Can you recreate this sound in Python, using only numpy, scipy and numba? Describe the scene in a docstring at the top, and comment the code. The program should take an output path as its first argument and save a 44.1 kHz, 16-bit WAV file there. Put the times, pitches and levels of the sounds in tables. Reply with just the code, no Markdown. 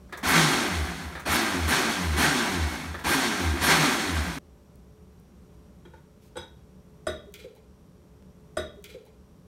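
"""A hard-walled kitchen, one microphone: a countertop blender is pulsed six times. A button clicks, the motor
spins up and coasts down through the resonances of base and counter, churning the drink, until a cut.
Then the jar taps a tall glass and a thick drink slumps in with a knock, a splat and a few glugs; the slump
is heard once more. Room noise, appliance hum and a fridge drone lie under it all. Struck bodies are sums of
decaying sines, rushing sounds are coloured noise, and delay lines give the walls."""
import sys
import numpy as np
from scipy import signal
from scipy.fft import rfft, irfft
from scipy.io import wavfile
from scipy.ndimage import uniform_filter1d
from numba import njit

SR = 44100
rng = np.random.default_rng(int(sys.argv[2]) if len(sys.argv) > 2 else 0)


def gain_from_db(level_db):
    """Turn a decibel level (scalar or array-like) into a linear amplitude factor."""
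    decades = np.asarray(level_db, float) / 20
    return 10 ** decades


def dump(signal):
    """Clip the signal to [-1, 1] and save it as 16-bit WAV at the path in sys.argv[1]."""
    limited = np.clip(np.atleast_2d(signal).T, -1, 1)
    pcm = np.round(limited * 32767).astype(np.int16)
    wavfile.write(sys.argv[1], SR, pcm)


N = 417627
T = np.arange(N) / SR
HZ = np.fft.rfftfreq(N, 1 / SR)
CUT_S = 4.386  # the blender is cut off here


def level(x, db):
    """Scale to an rms level."""
    return x * gain_from_db(db) / np.sqrt(np.mean(x ** 2))


def noise(spectrum, peaks=(), grain_db=0):
    """Unit noise of a given colour with resonant bumps; grain makes some samples stand out as crackle."""
    hz, db = np.transpose(spectrum)
    gain = gain_from_db(np.interp(np.log(HZ + 1), np.log(hz), db))
    for centre, width, peak_db in peaks:
        bump = 1 / (1 + (2 * (HZ - centre) / width) ** 2)
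        gain = gain * (1 + (gain_from_db(peak_db) - 1) * bump)
    grains = rng.standard_normal(N) * gain_from_db(grain_db * rng.exponential(size=N))
    return level(irfft(rfft(grains) * gain, N), 0)


def walk(rate):
    """Random levels held 1 / rate s and slewed twice; spread 1."""
    k = int(SR / rate)
    steps = np.repeat(rng.standard_normal(N // k + 1), k)
    w = uniform_filter1d(uniform_filter1d(steps, k), k)[:N]
    return w / w.std()


def fade(s, t60, rise=.001):
    """Envelope of a blow at time s: it swells over rise s and falls 60 dB in t60 s."""
    t = np.clip(T - s, 0, None)
    return (1 - np.exp(-t / rise)) * np.exp(-np.log(1000) * t / t60)


def resonate(x, modes):
    """Add the ringing of modes (f/Hz, width/Hz, level/dB) that the sound itself drives."""
    return x + sum(gain_from_db(db) * signal.lfilter(*signal.iirpeak(hz, hz / width, SR), x) for hz, width, db in modes)


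def room():
    """Broadband room noise with bumps of appliance hum, slowly wavering and a little louder before the cut."""
    # colour of the empty room: f/Hz, relative level/dB per Hz
    colour = [(15, -51.5), (25, -21.5), (63, 0.5), (97, -7.5), (180, -2), (242, -11), (427, -16.5),
              (560, -17.5), (607, -23), (887, -24.5), (1040, -23.5), (1840, -33.5), (5570, -39),
              (12500, -41), (16000, -51)]
    # appliance hum: f/Hz, width/Hz, level over the colour/dB
    hum = [(69.4, 15, 5), (120, 8, 2), (187, 15, 4.5), (363, 10, 7.5), (422.4, 22, 2), (588, 14, 12),
           (790, 8, 6), (5700, 200, 7.5), (7190, 40, 1.5), (10600, 600, -7.5)]
    return gain_from_db(-52.5 + 3.5 * (T < CUT_S) + .7 * walk(2.6)) * noise(colour, hum)


def fridge():
    """A fridge drones on one note whose level wavers."""
    return gain_from_db(-64 + 1.5 * walk(5.4)) * np.sin(2 * np.pi * 427 * T)


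def button():
    """Plastic clicks: a dull rattle in the housing and a short bright snap."""
    # clicks: t/s, level before the trim/dB, snap over rattle/dB, rattle t60/s
    clicks = [(0.092, -47, -11.5, 0.3), (0.124, -21.5, -17, 0.19), (0.173, -33, -1, 0.3),
              (1.150, -24, -20.5, 0.24), (1.195, -34.5, -2.5, 0.24), (2.942, -22.5, -22.5, 0.18),
              (2.989, -31.5, -8.5, 0.29)]
    # rattle of the housing: f/Hz, relative level/dB per Hz
    housing = [(180, -39), (300, -5), (1130, -6), (1300, -1.5), (1510, -12), (1650, 2), (2900, -21.5),
               (3540, -13.5), (6000, -30.5), (7800, -63.5), (13200, -120)]
    trim_db = -10.5
    rattle = noise(housing)
    snap = noise([(3000, -32.5), (6000, -3.0), (14000, -9.0)])
    out = 0
    for s, db, bright_db, t60 in clicks:
        click = fade(s, t60) * rattle + gain_from_db(bright_db) * fade(s, 0.13) * snap
        out = out + gain_from_db(db + trim_db) * click
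    return out


def motor():
    """Speed/Hz, current (0-1), surge (0-1), load/dB: a press spins up what is left; friction and drag slow it."""
    # presses: t/s, held/s, top shaft speed/Hz, drag of the drink/(1/s), load on the blades/dB
    pulses = [(0.226, .139, 172, 1.15, 0), (1.252, 0.11, 123, 0.79, -0.5), (1.672, 0.065, 140, .86, -0.5),
              (2.162, .098, 152, 1.1, -0.5), (3.037, .113, 140, 0.94, -0.5), (3.606, 0.12, 170, 1.05, 0)]
    spin_bend = .8  # how much the spin-up flattens towards its top
    bearing_hz_per_s = 82  # dry friction while coasting
    bite_s, surge_s = .012, .09  # current arrives; the thrown-up drink falls back
    speed, current, surge, load_db = np.ones(N), np.zeros(N), np.zeros(N), np.zeros(N)
    for s, held, top_hz, drag, db in pulses:
        i = int(s * SR)
        t = T[i:] - s
        up, after = np.clip(t / held, 0, 1), np.clip(t - held, 0, None)
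        climb = (1 - np.exp(-spin_bend * up)) / (1 - np.exp(-spin_bend))
        spin = speed[i] + (top_hz - speed[i]) * climb
        rest = bearing_hz_per_s / drag
        speed[i:] = np.clip((spin + rest) * np.exp(-drag * after) - rest, 1, None)
        bite = 1 - np.exp(-t / bite_s)
        current[i:] = bite * np.exp(-after / .008)
        surge[i:] = bite * np.exp(-(after / surge_s) ** 2)
        load_db[i:] = db
    return speed, current, surge, uniform_filter1d(load_db, size=1000)


def shake(speed, current, turn):
    """Shaft unbalance shakes base and counter at multiples of the shaft speed."""
    # shaft multiples 1-6: level before base and speed weigh in/dB
    order_db = [-1, -10.5, -14, -18.5, -18.5, -18.5]
    # how base and counter radiate a shake: f/Hz, level/dB
    base_hz, base_db = np.transpose([(45, -52), (60, -40.5), (70, -29.5), (82, -29.5), (92, -43.5),
                                     (102, -51), (125, -49.5), (140, -35), (152, -36.5), (160, -43),
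                                     (168, -34), (183, -25), (200, -33), (220, -24.5), (240, -35.5),
                                     (275, -25), (300, -34), (330, -26.5), (362, -32), (400, -27),
                                     (450, -44), (550, -38), (900, -47.5)])
    # counter modes that ring on: f/Hz, width/Hz, level over the shake/dB
    counter = [(79.6, 11, 7), (158, 12, 10.5), (268, 30, 3.5), (348, 37, 1)]
    out = 0
    for k, db in enumerate(order_db, 1):  # each multiple swells as it slides through a resonance
        radiated_db = np.interp(np.log(k * speed), np.log(base_hz), base_db, left=-90)
        gain = gain_from_db(db + min(1.3 * k, 4.0) * walk(22) + radiated_db)
        out = out + gain * np.sin(k * turn)
    out = out * (speed / 100) ** .7  # unbalance force grows with speed
    out = out * gain_from_db(-3.5 * current)  # a fast spin-up passes the resonances before they build up
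    return resonate(out, counter)


def blender():
    """Unbalance shakes the base; blades churn the drink in gusts once a turn; fan and brushes hiss."""
    # colours of churn, fan, brush sizzle and lumps on the jar wall: f/Hz, relative level/dB per Hz
    churn_colour, fan_colour = [(50, -39), (75, -7), (110, -34.5), (160, -9), (270, 1), (400, -4.5),
                                (460, -11.5), (600, -10), (742, -5), (1240, -7), (1800, -7), (2300, -10),
                                (2820, -15.5), (4330, -31), (7000, -50)], [(1470, -28), (2500, -3.5), (2920, -5), (3260, 0), (4340, -4),
                                               (4930, -8.5), (5340, -4), (7700, -10), (8900, -11),
                                               (10000, -16.5), (13000, -43), (22000, -120)]
    sizzle_colour, chop_colour = [(5590, -33), (9500, 0), (10300, -8.5), (10900, -4.5), (12300, -5),
                                  (12800, -5.5), (15600, -13)], [(700, -25.5), (1300, -4), (1600, 4.5), (2200, -3.5),
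                                                  (3200, -21), (6000, -50)]
    # jar and housing resonances: f/Hz, width/Hz, level over the colour/dB
    shell = [(996, 30, 1.5), (1160, 40, 2), (1366, 18, 4), (1370, 27, 0.5), (1569, 91, 5.5), (1986, 40, 3),
             (2204, 33, 7), (2470, 30, 2.5), (2700, 14, -2.5), (3330, 100, 0.5), (3820, 33, 2.5),
             (4400, 210, 5), (5400, 150, 0.5), (6420, 60, 5.5), (8700, 47, 3), (8950, 120, 5),
             (9200, 70, 3.5), (10000, 120, 3.5), (11000, 250, 7), (11930, 150, 9.5)]
    churn_db, churn_db_per_oct = -29.5, 8.5  # at 100 turns a second; growth with speed
    surge_db, bite_db = 1.5, -28.5  # thrown-up drink roars under power; motor bites as current arrives
    fan_db, fan_db_per_oct = -5, 1.18  # over the churn
    sizzle_db, spark_db = -16.5, 2.5  # over the churn; extra while the brushes carry current
    flare_db, flare_hz, flare_oct = 6.5, 100, .35  # sizzle flares as the driven shaft passes this speed
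    chop_db, slots = -7, 13  # lumps hit the jar wall, over the churn; rotor slots

    speed, current, surge, load_db = motor()
    octaves = np.log2(speed / 100)
    drink_db = churn_db + churn_db_per_oct * octaves + surge_db * surge + load_db + .8 * walk(25)
    roar = np.hypot(gain_from_db(drink_db), gain_from_db(bite_db) * current)
    turn = 2 * np.pi * np.cumsum(speed * (1 + 0.0055 * walk(30))) / SR
    # the rotor slots whine, roughly, while current drives the motor up
    whine = gain_from_db(-6) * current * walk(260) * np.sin(slots * turn)
    churn = noise(churn_colour, shell) * (1 + 0.13 * np.sin(turn)) * gain_from_db(0.6 * walk(60))
    fan = noise(fan_colour, shell) * gain_from_db(fan_db + fan_db_per_oct * octaves + 0.69 * walk(40))
    flare = np.exp(-(np.log2(speed / flare_hz) / flare_oct) ** 2)
    brush_db = sizzle_db + current * (spark_db + flare_db * flare)
    sizzle = noise(sizzle_colour, shell) * gain_from_db(brush_db + .8 * walk(40))
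    chop = noise(chop_colour, shell, grain_db=4.0) * surge * gain_from_db(chop_db + 3.7 * walk(45))
    return shake(speed, current, turn) + roar * (churn + chop + whine + fan + sizzle)


def dry_ticks():
    """Small dry ticks: very short bursts of noise above a lowest frequency."""
    # ticks: t/s, level/dB, lowest f/Hz
    ticks = [(4.757, -47, 6900), (5.199, -48.5, 9030), (7.324, -51, 5000), (7.340, -32, 6510),
             (7.39, -52, 4000), (7.443, -53.5, 5000), (7.552, -54, 3000), (7.562, -51.5, 6000)]
    white = rng.standard_normal(N)
    out = 0
    for s, db, hz in ticks:
        high_pass = signal.butter(3, hz, "high", fs=SR, output="sos")
        out = out + gain_from_db(db) * signal.sosfilt(high_pass, fade(s, 0.007, .0001) * white)
    return out


def ring(modes, s, db, hard_hz):
    """Modes struck at time s; a soft contact misses the high ones, the ring wavers at random in level and phase."""
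    out, start = np.zeros(N), int(s * SR)
    t = T[:SR // 2]
    knots = np.arange(80)  # new random values every 7 ms
    for hz, mode_db, t60 in modes:
        swell = (1 - np.exp(-t * hz / 1.36)) * np.exp(-np.log(1000) * t / t60)
        swell = swell / (1 + (hz / hard_hz) ** 4)
        draws = rng.standard_normal((2, len(knots))) * (knots > 0)
        size_db, slip = (np.interp(t, knots * .007, r) for r in draws)
        rough = min(hz / 1000.0, 1)  # high modes waver most
        gain = gain_from_db(db + mode_db + 3.3 * (1.0 + 0.92 * rough) * size_db)
        out[start:start + len(t)] += gain * swell * np.sin(2 * np.pi * hz * t + 1.36 * rough * slip)
    return out


def knocks():
    """The jar taps the rim; the first lump slaps the bottom of the empty glass: struck modes and a noise slap."""
    # jar against glass, then the first lump landing: t/s, level before trims/dB, glass ring/dB, hardness f/Hz
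    taps, lump = [(5.851, -37.5, -62, 4500), (5.935, -38.5, -67, 4000), (6.356, -30.5, -52, 5030),
                  (6.368, -23.5, -43.5, 12000)], [(7.068, -16, -37.5, 12200)]
    # modes of the jar, of the empty glass on the table and of the glass ring: f/Hz, level/dB, t60/s
    jar, empty, glass = [(84, -5, 0.28), (344, 4, 0.15), (490, 4.5, 0.14), (878, -0.5, 0.22),
                         (900, -7, 0.097), (1410, -25, 0.22), (1464, 1, 0.089), (1793, -13, 0.21),
                         (2030, -19, 0.25), (2330, -17, 0.13)], [(80, -3.5, 0.34), (221, -12, 0.49), (351.6, -2, 0.19),
                                      (398, -2.5, 0.25), (468, -4, 0.27), (625, 6.5, 0.13), (592, -7, 0.41),
                                      (652, -1, 0.19), (1156, -8.5, 0.25), (1220, -19, .2),
                                      (1391, -7, 0.18), (1470, -0.5, 0.082), (1720, -15, 0.22),
                                      (1795, -13.5, 0.18), (1640, -24, 0.13), (1970, -17, 0.37),
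                                      (2090, -34, 0.16), (2360, -29, .15)], [(2730, -27, 0.13), (3280, -3.5, 0.17),
                                                     (3330, -13.5, 0.53), (3440, -5.5, .15),
                                                     (3750, -8.5, 0.4), (3840, -3, 0.21), (4220, -21, .15),
                                                     (5010, -13.5, 0.3), (5110, -24, 0.37),
                                                     (5930, -23, 0.28), (6070, -10, 0.22),
                                                     (7640, -14, 0.12), (8050, -0.5, 0.058),
                                                     (8300, -7, 0.16), (9500, 1.5, 0.05),
                                                     (11600, -13, 0.16)]
    # colour of the slap: f/Hz, relative level/dB per Hz
    slap = noise([(300, -1), (700, -10), (1400, 2.5), (2900, -10.5), (4500, -15.5), (9000, -20.5),
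                  (15000, -29)])
    out = 0
    for body, blows in (jar, taps), (empty, lump):
        for s, db, glass_db, hard_hz in blows:
            out = out + ring(body, s, db - 15, hard_hz)
            out = out + ring(glass, s, glass_db, hard_hz)
            out = out + gain_from_db(db - 22) * fade(s, .23) * slap
    return out


def faint_rustle():
    """A faint rustle: bright noise that swells and sinks."""
    # its course: t/s, level/dB
    course = [(6.2, -85), (6.225, -66), (6.28, -67), (6.32, -82.5)]
    envelope = gain_from_db(np.interp(T, *np.transpose(course), left=-120, right=-120))
    return envelope * noise([(800, -21.0), (2500, -1.0), (14000, -7)])


def air_glugs():
    """Trapped air escapes: glugs made of sines that die by 60 dB in 43 cycles; close ones overlap and beat."""
    # partials of the glugs: t/s, level/dB, f/Hz
    partials = [(7.268, -40, 415), (7.285, -40, 409), (7.388, -44.5, 490), (7.41, -47, 425),
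                (7.443, -34.5, 504), (7.446, -35, 403), (7.458, -32.5, 489), (7.478, -44, 440),
                (7.522, -49, 477), (7.565, -48, 845), (7.58, -44, 430)]
    return sum(gain_from_db(db) * fade(s, 43 / hz, 0.003) * np.sin(2 * np.pi * hz * (T - s)) for s, db, hz in partials)


def splat():
    """Wet crackle of the landing drink: grainy noise that makes the half-filled glass ring."""
    # portions landing: t/s, level before flutter and glass/dB, rise/s, t60/s
    portions = [(7.338, -46, 0.0017, 0.15), (7.385, -55.5, 0.0093, .35), (7.552, -66.5, 0.01, .3)]
    # colour of the wet crackle: f/Hz, relative level/dB per Hz
    wet_colour = [(900, -38), (1500, -12.5), (2200, -9.5), (4400, -12), (8800, -19), (10400, -22.5),
                  (12600, -20), (16000, -31)]
    # half-filled glass: f/Hz, width/Hz, level over the crackle/dB
    filling = [(1360, 46, 14), (2200, 60, 5), (2420, 80, 10.5), (3080, 60, 6), (3330, 78, 9.5),
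               (3980, 66, 7), (4600, 60, 1)]
    landing = sum(gain_from_db(db) * fade(s, t60, rise) for s, db, rise, t60 in portions)
    crackle = landing * noise(wet_colour, grain_db=2.5) * gain_from_db(2.6 * walk(90))
    return resonate(crackle, filling)


@njit
def walls(x, lags, gain, damp):
    """Eight delay lines that feed each other, duller on every round."""
    line, soft, out = np.zeros((8, 4096)), np.zeros(8), np.zeros(len(x))
    for i in range(len(x)):
        total = 0.
        for k in range(8):
            soft[k] += (1 - damp) * (gain[k] * line[k, (i - lags[k]) & 4095] - soft[k])
            total += soft[k]
            out[i] += soft[k] * (1 - 2 * (k % 2))
        for k in range(8):
            line[k, i & 4095] = x[i] + 1e-18 + soft[k] - total / 4
    return out


def in_kitchen(x, wet_db):
    """Direct sound plus its reverberation between the hard walls."""
    # delays between walls, paths of about 4 to 13 m: delay/ms
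    wall_ms = np.array([11.3, 14.9, 17.1, 21.7, 25.3, 28.9, 33.1, 37.7])
    lags = (wall_ms * SR / 1000).astype(np.int64)
    gain = gain_from_db(-60 * lags / SR / .4)  # 60 dB down in 0.4 s, before the dulling
    return x + gain_from_db(wet_db) * walls(x, lags, gain, .3)


def scene():
    """All sources in the kitchen; the blender is cut off mid-spin and the slump into the glass plays twice."""
    again_s, back_s = 8.225, 1.5015  # the repeat starts; how far back it reaches
    pour = dry_ticks() + faint_rustle() + air_glugs() + splat()
    out = in_kitchen(blender() + button(), -19) * (T < CUT_S)
    out = out + in_kitchen(knocks() + pour, -14.5)
    out = out + room() + fridge()
    again, back = int(again_s * SR), round(back_s * SR)
    out[again:] = out[again - back:N - back]
    return np.array([out, out])


def low_pass(x):
    """Removes everything above the highest recorded frequency."""
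    return signal.sosfilt(signal.butter(12, 16490, fs=SR, output="sos"), x)


def record(dry):
    """One microphone on both channels, with a steep treble cut at 15780 Hz."""
    mix = irfft(rfft(dry) * (HZ < 15780), N)
    return low_pass(mix)


dry = scene()
out = record(dry)
dump(out)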